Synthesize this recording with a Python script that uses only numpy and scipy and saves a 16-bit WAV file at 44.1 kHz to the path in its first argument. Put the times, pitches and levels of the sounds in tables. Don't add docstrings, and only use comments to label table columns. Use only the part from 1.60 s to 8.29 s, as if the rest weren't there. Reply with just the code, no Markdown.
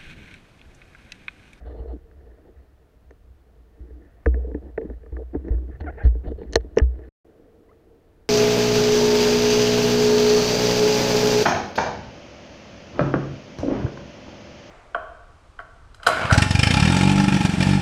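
import sys
import numpy as np
from scipy import signal
from scipy.fft import rfft, irfft
from scipy.io import wavfile
from scipy.ndimage import uniform_filter1d

SR = 44100
rng = np.random.default_rng(int(sys.argv[2]) if len(sys.argv) > 2 else 0)


def dump(signal):
    limited = np.clip(np.atleast_2d(signal).T, -1, 1)
    pcm = np.round(limited * 32767).astype(np.int16)
    wavfile.write(sys.argv[1], SR, pcm)


N = 295029
T = np.arange(N) / SR

# f/Hz, relative level/dB, t60/s of the free ring
LID = [(443, 1.5, 0.061), (397, -12.5, 0.062)]
RIM = [(629.2, 0, 0.036), (692, -5, 0.034), (841, -8, 0.039), (1067, -12.5, 0.01)]
BACK = [(296.6, 4.5, 0.076), (226, -1.5, 0.054)]
SHELL = [(1237, -4.5, .03), (1567, 5.5, 0.013), (1745, 8.5, 0.017), (1849, -12.5, .02), (2315, -11, 0.016),
         (2660, -22, 0.026)]
CLACK = [(2950, -4, .007), (3550, -5, .005), (4200, -2, .006), (4900, -5, .004), (5550, 0, .005),
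         (6300, 0, .0045), (7000, -12, .004), (9300, -21, .004), (12000, -24, .0025)]
# t/s, sway level/dB, wash level on the body/dB, shell over body/dB
FLOW = [(0, -37, -55, -8), (.2, -36, -52, -35), (.38, -45.5, -63, -13.5), (.85, -52, -61, -13),
        (1.1, -60.5, -68, -9), (1.65, -53, -69, -13.5), (2.1, -54, -67, -11.5), (2.35, -46.5, -66.5, -5.5),
        (2.63, -52, -64, -6), (2.75, -60.5, -65, -16), (2.85, -44, -58.5, -15.5), (3.3, -41.5, -62, -14.5),
        (3.9, -44, -61.5, -17), (4.15, -33, -59.5, -18.5), (4.5, -36, -52, -23), (4.74, -28.5, -54.5, -20),
        (4.86, -41, -57.5, -16), (5.0, -29.5, -58, -19), (5.2, -49, -58, -23), (5.49, -42, -60, -13),
        (5.65, -69.5, -54.5, -24.5), (6.16, -76.5, -59, -22), (6.54, -57, -62, -17.5),
        (6.69, -61.5, -64.5, -18)]


def undb(db):
    return 10 ** (np.asarray(db) / 20)


def level(x, db):
    return x * undb(db) / np.sqrt(np.mean(x ** 2))


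def band(x, hz, width_hz):
    return signal.lfilter(*signal.iirpeak(hz, hz / width_hz, SR), x)


def walk(rate):
    hold = int(SR / rate)
    steps = np.repeat(rng.standard_normal(N // hold + 1), hold)
    return 1.5 * uniform_filter1d(uniform_filter1d(steps, hold), hold)[:N]


def add(out, s, sound):
    i = int(s * SR)
    out[i:i + len(sound)] += sound[:N - i]


def parts_db(body_db, lid_over_back_db, shell_over_db, clack_over_db, rim_db):
    lid = body_db + np.minimum(lid_over_back_db, 0)
    back = body_db - np.maximum(lid_over_back_db, 0)
    shell = body_db + shell_over_db
    rim = lid + 0.45 * (shell - lid) + rim_db
    return np.array([lid, rim, back, shell, shell + clack_over_db])


def hiss():
    # f/Hz, relative level per Hz/dB
    colour = [(12, -32.5), (20, 0), (65, -8.5), (85, -3.5), (123, -12.5), (354, -19), (455, -21.5),
              (523, -25), (1550, -31), (1730, -34.5), (2630, -37.5), (7820, -48.5), (15700, -48)]
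    hz, db = np.transpose(colour)
    f = np.maximum(np.fft.rfftfreq(N, 1 / SR), 1)
    gain = undb(np.interp(np.log(f), np.log(hz), db))
    return level(irfft(rfft(rng.standard_normal(N)) * gain, N), -58)


def sway():
    sway_db = np.interp(T, np.array(FLOW)[:, 0], np.array(FLOW)[:, 1])
    flow = rng.standard_normal(N)
    boom = level(band(band(flow, 57, 7), 57, 43), 0)
    under = level(band(band(flow, 37, 12), 37, 30), -9.5)
    return undb(sway_db) * (boom + under)


def rubbed(modes, slips_per_s, smear, flicker_db, evenness):
    slips = (rng.random(N) < slips_per_s / SR) * rng.standard_normal(N)
    push = level(slips, 0) + 0.73 * rng.standard_normal(N)
    y = 0
    for hz, db, t60 in modes:
        width = smear / t60
        mode = band(band(band(push, hz, width), hz, width), hz, 3 * width)
        y = y + level(mode, db * evenness) * undb(flicker_db * walk(40))
    return level(y, 0)


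def rub():
    # start t/s, length/s, body level/dB rms, lid over back/dB, shell over body/dB,
    # clack over shell/dB, rim emphasis/dB
    strokes = [(0.055, 0.075, -49.5, 2, -16.5, -5.5, 9), (0.132, 0.076, -45.5, 5, -22.5, -7, 6),
               (0.189, 0.078, -43.5, 3.5, -25.5, -15, 5), (0.271, 0.064, -43, 11, -26, -7, 6.5),
               (0.324, 0.049, -46.5, -10, -31, -17, 4), (0.603, .12, -55, 3.5, -28, -22, 4.5),
               (.71, 0.11, -69, 0, -3, -22, -4), (0.854, 0.052, -55.5, 4, -20, -22, 2),
               (.98, 0.074, -62, -11, -16, -13, 5), (2.18, 0.3, -53, -15, -32, -30, -8),
               (2.676, 0.08, -43.5, 1, -45, -15, 0.5), (2.742, 0.12, -41, 6, -29, -30, -4),
               (2.866, 0.059, -43, 7.5, -35, -19, 1.5), (2.958, 0.031, -42, 3.5, -35, -15.5, -4),
               (3.021, 0.083, -44, -2, -26.5, -19, -1), (3.2, .036, -36, 8.5, -32.5, -21, -4),
               (3.234, 0.11, -44.5, -15.5, -23, -27, 0), (3.533, 0.1, -48, -3, -27, -12, 3),
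               (3.589, .045, -40, 12, -37, -14, 3), (3.735, .038, -31, -11.5, -29, -37, 2),
               (3.776, 0.058, -43, -9, -29.5, -27, -8), (3.844, 0.11, -38, -10.5, -25, -24.5, 0),
               (3.95, 0.11, -45, -9.5, -36, -19, -3), (4.075, 0.038, -46, -8, -19.5, -32.5, 2),
               (4.111, 0.056, -56.5, 17.5, -2.5, -34, -9), (4.205, 0.012, -37.5, -4.5, -9.5, -7.5, 3),
               (4.216, 0.032, -45, 18, -16, -26.5, 1), (4.262, .048, -39, -3, -10.5, -45, 0.5),
               (4.32, 0.064, -51.5, 4, -9, -28, -5), (4.379, 0.053, -43.5, 5, -3, -37, 1),
               (4.44, 0.042, -40, -2.5, -8.5, -13.5, -2), (4.638, 0.028, -38.5, -11, -14.5, -18.5, -5),
               (4.669, 0.025, -33, 5.5, -26.5, 1, 2.5), (4.702, 0.024, -35, -3, -39, 4, 3),
               (4.782, .057, -40.5, -0.5, -24, -7, -6), (4.825, .1, -42, -26, -27.5, -13, -15),
               (4.99, .17, -53.5, -7.5, -26.5, -9, 5), (5.212, 0.037, -41, -15, -24.5, -4, -5),
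               (5.25, .08, -52.5, 16, -33, -18, -1.5), (5.336, 0.088, -48, -7, -20, -24, 1.5),
               (5.42, 0.077, -52.5, -1.5, -9, -23, -4)]
    flicker = (1.8, 1.8, 1.8, 2.2, 2.2)
    s, _, wash_db, shell_over_db = np.transpose(FLOW)
    wash = parts_db(np.interp(T, s, wash_db), 2, np.interp(T, s, shell_over_db), 0, 1)
    wash[-1] = -91.5
    power = undb(wash) ** 2
    for start, length, *touch in strokes:
        power[:, int(start * SR):int((start + length) * SR)] += undb(parts_db(*touch))[:, None] ** 2
    lid, rim, back, shell, clack = uniform_filter1d(np.sqrt(power), int(.013 * SR), axis=1)
    return (lid * rubbed(LID, 360, 5.2, flicker[0], 0.78)
            + rim * rubbed(RIM, 500, 5, flicker[1], 0.87)
            + back * rubbed(BACK, 330, 9.2, flicker[2], 0.4)
            + shell * rubbed(SHELL, 600, 5.0, flicker[3], 0.72)
            + clack * rubbed(CLACK[:3], 900, 2.5, flicker[4], 0.029))


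def bubble():
    # t/s, f/Hz, level of the fundamental/dB
    chirp = [(6.085, 933, -78.5), (6.095, 1015, -55.5), (6.108, 1094, -68), (6.118, 1245, -51),
             (6.126, 1504, -71), (6.134, 1950, -63), (6.138, 2100, -85)]
    s, hz, db = np.transpose(chirp)
    phase = 2 * np.pi * np.cumsum(np.interp(T, s, hz)) / SR
    octave = 1.1 * np.clip((s[3] - T) / 0.037, 0, 1)
    tone = np.sin(phase) + octave * np.sin(2 * phase)
    return undb(np.interp(T, s, db, -200, -200)) * tone


def squeaks():
    # t/s, mean slip rate f/Hz, level ahead of the harmonic balance/dB
    slides = [(4.231, 1020, -79), (4.245, 962, -48.5), (4.258, 873, -61), (4.267, 783.5, -46),
              (4.284, 687.5, -33), (4.295, 736, -38.5), (4.305, 886, -45), (4.313, 900, -88),
              (4.37, 860, -85), (4.381, 853, -56), (4.399, 751, -56), (4.406, 787, -41.5),
              (4.419, 828, -38.5), (4.433, 820, -50), (4.44, 800, -99)]
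    s, hz, db = np.transpose(slides)
    slip_hz = np.interp(T, s, hz) * (1 + 0.013 * walk(460))
    phase = 2 * np.pi * np.cumsum(slip_hz) / SR
    tone = 0
    for k, harmonic_db in enumerate([-1.0, -1, -15, -33.5], start=1):
        tone = tone + undb(harmonic_db + 2 * walk(150)) * np.sin(k * phase)
    return undb(np.interp(T, s, db, -200, -200)) * tone


def thumps():
    # t/s, level at the start of the decay/dB, settled f/Hz, t60/s
    bumps = [(0.047, -46, 54, 0.25), (0.2, -26.5, 61.26, 0.74), (0.248, -34, 63, 0.52),
             (0.577, -37.5, 62.7, 0.63), (0.959, -43.5, 67.2, 0.96), (1.461, -46, 63, 0.7),
             (1.702, -44, 64.2, 1), (2.204, -30.5, 60.1, 0.43), (2.307, -38, 64, 0.81),
             (2.657, -21, 70.8, 0.29), (2.67, -10, 61.3, 0.74), (2.936, -32, 70.8, 0.79),
             (3.289, -27.5, 56.8, 1), (3.522, -23, 61, 0.88), (3.765, -21, 63.5, 0.42),
             (3.906, -10.5, 56, 0.26), (3.945, -18.5, 61.75, 0.79), (4.091, -33.5, 59.2, 0.35),
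             (4.208, -21.5, 71, 0.41), (4.437, -17, 75.35, 0.23), (4.45, -3.5, 63, 0.13),
             (4.466, -6.5, 57.2, 0.35), (4.557, -24, 62.9, 0.35), (4.673, -16.5, 57.7, 0.18),
             (4.716, -28, 61, 0.36), (4.801, -39, 67.3, 0.5), (4.963, -15, 75, 0.095),
             (5.217, -5.5, 61.2, 0.37), (5.389, -27.5, 60.9, 0.39), (6.61, -47, 52.4, 0.45)]
    out, t = np.zeros(N), T[:SR]
    for s, db, hz, t60 in bumps:
        turns = hz * (t + 0.00092 * (1 - np.exp(-t / 0.022)))
        onset = 1 - np.exp(-t / 0.0015)
        add(out, s, undb(db - 60 * t / t60) * np.sin(2 * np.pi * turns) * onset)
    return out


def ring(modes, chance, rise_s, detune):
    t = T[:SR // 8]
    hz, db, t60 = np.transpose(modes)[:, :, None]
    scatter_db = 3 * chance[:len(modes), None]
    pitch = hz * (1 + detune * chance[-len(modes):, None])
    y = np.sum(undb(db + scatter_db - 60 * t / t60) * np.sin(2 * np.pi * pitch * t), axis=0)
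    y *= np.sin(np.pi / 2 * np.minimum(t / rise_s, 1)) ** 2
    return y / np.abs(y).max()


def dulled(modes, softness_db):
    hz, db, t60 = np.transpose(modes)
    loss_db = 0.45 * max(softness_db, 0) * np.log2(hz / hz[0])
    return np.transpose([hz, db - loss_db, t60])


def crunch(y, grit):
    burst = grit * np.exp(-T[:len(grit)] / 0.0002)
    y = signal.fftconvolve(y[:SR // 20], burst)
    return y / np.abs(y).max()


def knocks():
    # t/s, body peak level/dB, lid over back/dB, shell over body/dB, clack over shell/dB
    blows = [(0.335, -31, 0.5, -33, -2), (0.513, -65, -4, 15.5, -21), (0.88, -52, 9, -17, -20),
             (1.0, -54, 12, -6, -20), (1.508, -38, 12, -6, -12), (2.305, -39.5, 12, -23, -4),
             (2.660, -20.5, 9.5, 5.5, -31), (2.664, -10, 6, -20.5, -31.5), (2.743, -27, -6, -6, -40),
             (2.871, -30, -7, -32, -14), (2.915, -28.5, 2, -19, -25), (2.946, -17.5, -3, -20.5, -29),
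             (3.177, -14, 9.5, -9.5, -38), (3.214, -44.5, -4.5, 0.5, -23), (3.247, -23, -5, -38, -11),
             (3.299, -26, 7, -17, -28.5), (3.433, -38, 9.5, -15.5, -19), (3.461, -37.5, 5, -10, -23),
             (3.523, -34, 2, -21, -16), (3.567, -33.5, 0, -2.5, -32), (3.616, -33.5, 23.5, -35, -10),
             (3.748, -17.5, -1.5, -20.5, -35), (3.883, -31, 16, -9, -16.5), (3.917, -26.5, 27, -22.5, -30),
             (3.981, -38.5, 18, -11.5, -27), (4.208, -36.5, -7, -0.5, -10),
             (4.242, -27.5, -25.5, -17, -51.5), (4.435, -37, 1, -8.5, -11), (4.451, -25.5, 7, -11, -10),
             (4.458, -43, 1.5, -6, -5), (4.474, -38, 2.5, -8.5, -9), (4.551, -29, 5, -23, -15),
             (4.717, -23, 12.5, -28.5, -10), (4.815, -23, 16.5, -26, -10), (4.833, -37.5, -7, -6, -37),
             (4.925, -32.5, 3.5, -16, 14), (4.933, -33, 25, 1, 7.5), (4.938, -38, 7, -12, 14),
             (4.9561, -4, 23, -4.5, 5), (4.965, -25.5, 18, -6, 3.5), (4.975, -34, 5, -13, -3),
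             (5.003, -63.5, -6, 11.5, -5.5), (5.009, -49, 14.5, 2, -7.5), (5.043, -31.5, -2.5, -29, -8),
             (5.164, -27, -6.5, -20, 1.5), (5.171, -1.5, 14, -21, -12), (5.179, -12.5, 0, -34.5, 2.5),
             (5.1847, -28.5, 10, 11, 1), (5.198, -25, 2, 4.5, -17.5), (5.22, -30, 8, -10.5, -17.5),
             (5.39, -36.5, 14, -16, -13)]
    out = np.zeros(N)
    chance = np.clip(rng.standard_normal((len(blows), 5, 18)), -2, 2)
    grit = rng.standard_normal((len(blows), 2, 400))
    detune = (.012, .03, .03, .02, .015)
    rise = (1.1, 0.59, 1.4, 0.33, 0.34)
    contact_s = 2.95 / 1000
    hard_clack_db = -38
    for (s, *touch), draws, g in zip(blows, chance, grit):
        levels_db = parts_db(*touch, -3.5)
        clack = dulled(CLACK, hard_clack_db - levels_db[-1])
        parts = (LID, RIM, BACK, SHELL, clack)
        rings = [ring(part, c, r * contact_s, d) for part, c, r, d in zip(parts, draws, rise, detune)]
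        rings[3:] = crunch(rings[3], g[0]), crunch(rings[4], g[1])
        for y, db in zip(rings, levels_db):
            add(out, s, undb(db) * y)
    return out


def scene():
    return (thumps() + knocks() + sway() + rub() + squeaks() + bubble() + hiss())[None]


def record(dry):
    silent = (5.492, 5.645)
    on = np.clip(np.maximum(silent[0] - T, T - silent[1]) / 0.0036, 0, 1)
    soft = dry / (1 + np.abs(dry / .85) ** 4) ** .25
    kept = signal.sosfilt(signal.butter(1, 12, "high", fs=SR, output="sos"), soft * on)
    return signal.sosfilt(signal.ellip(10, .2, 70, 15750, fs=SR, output="sos"), kept)


dry = scene()
out = record(dry)
dump(out)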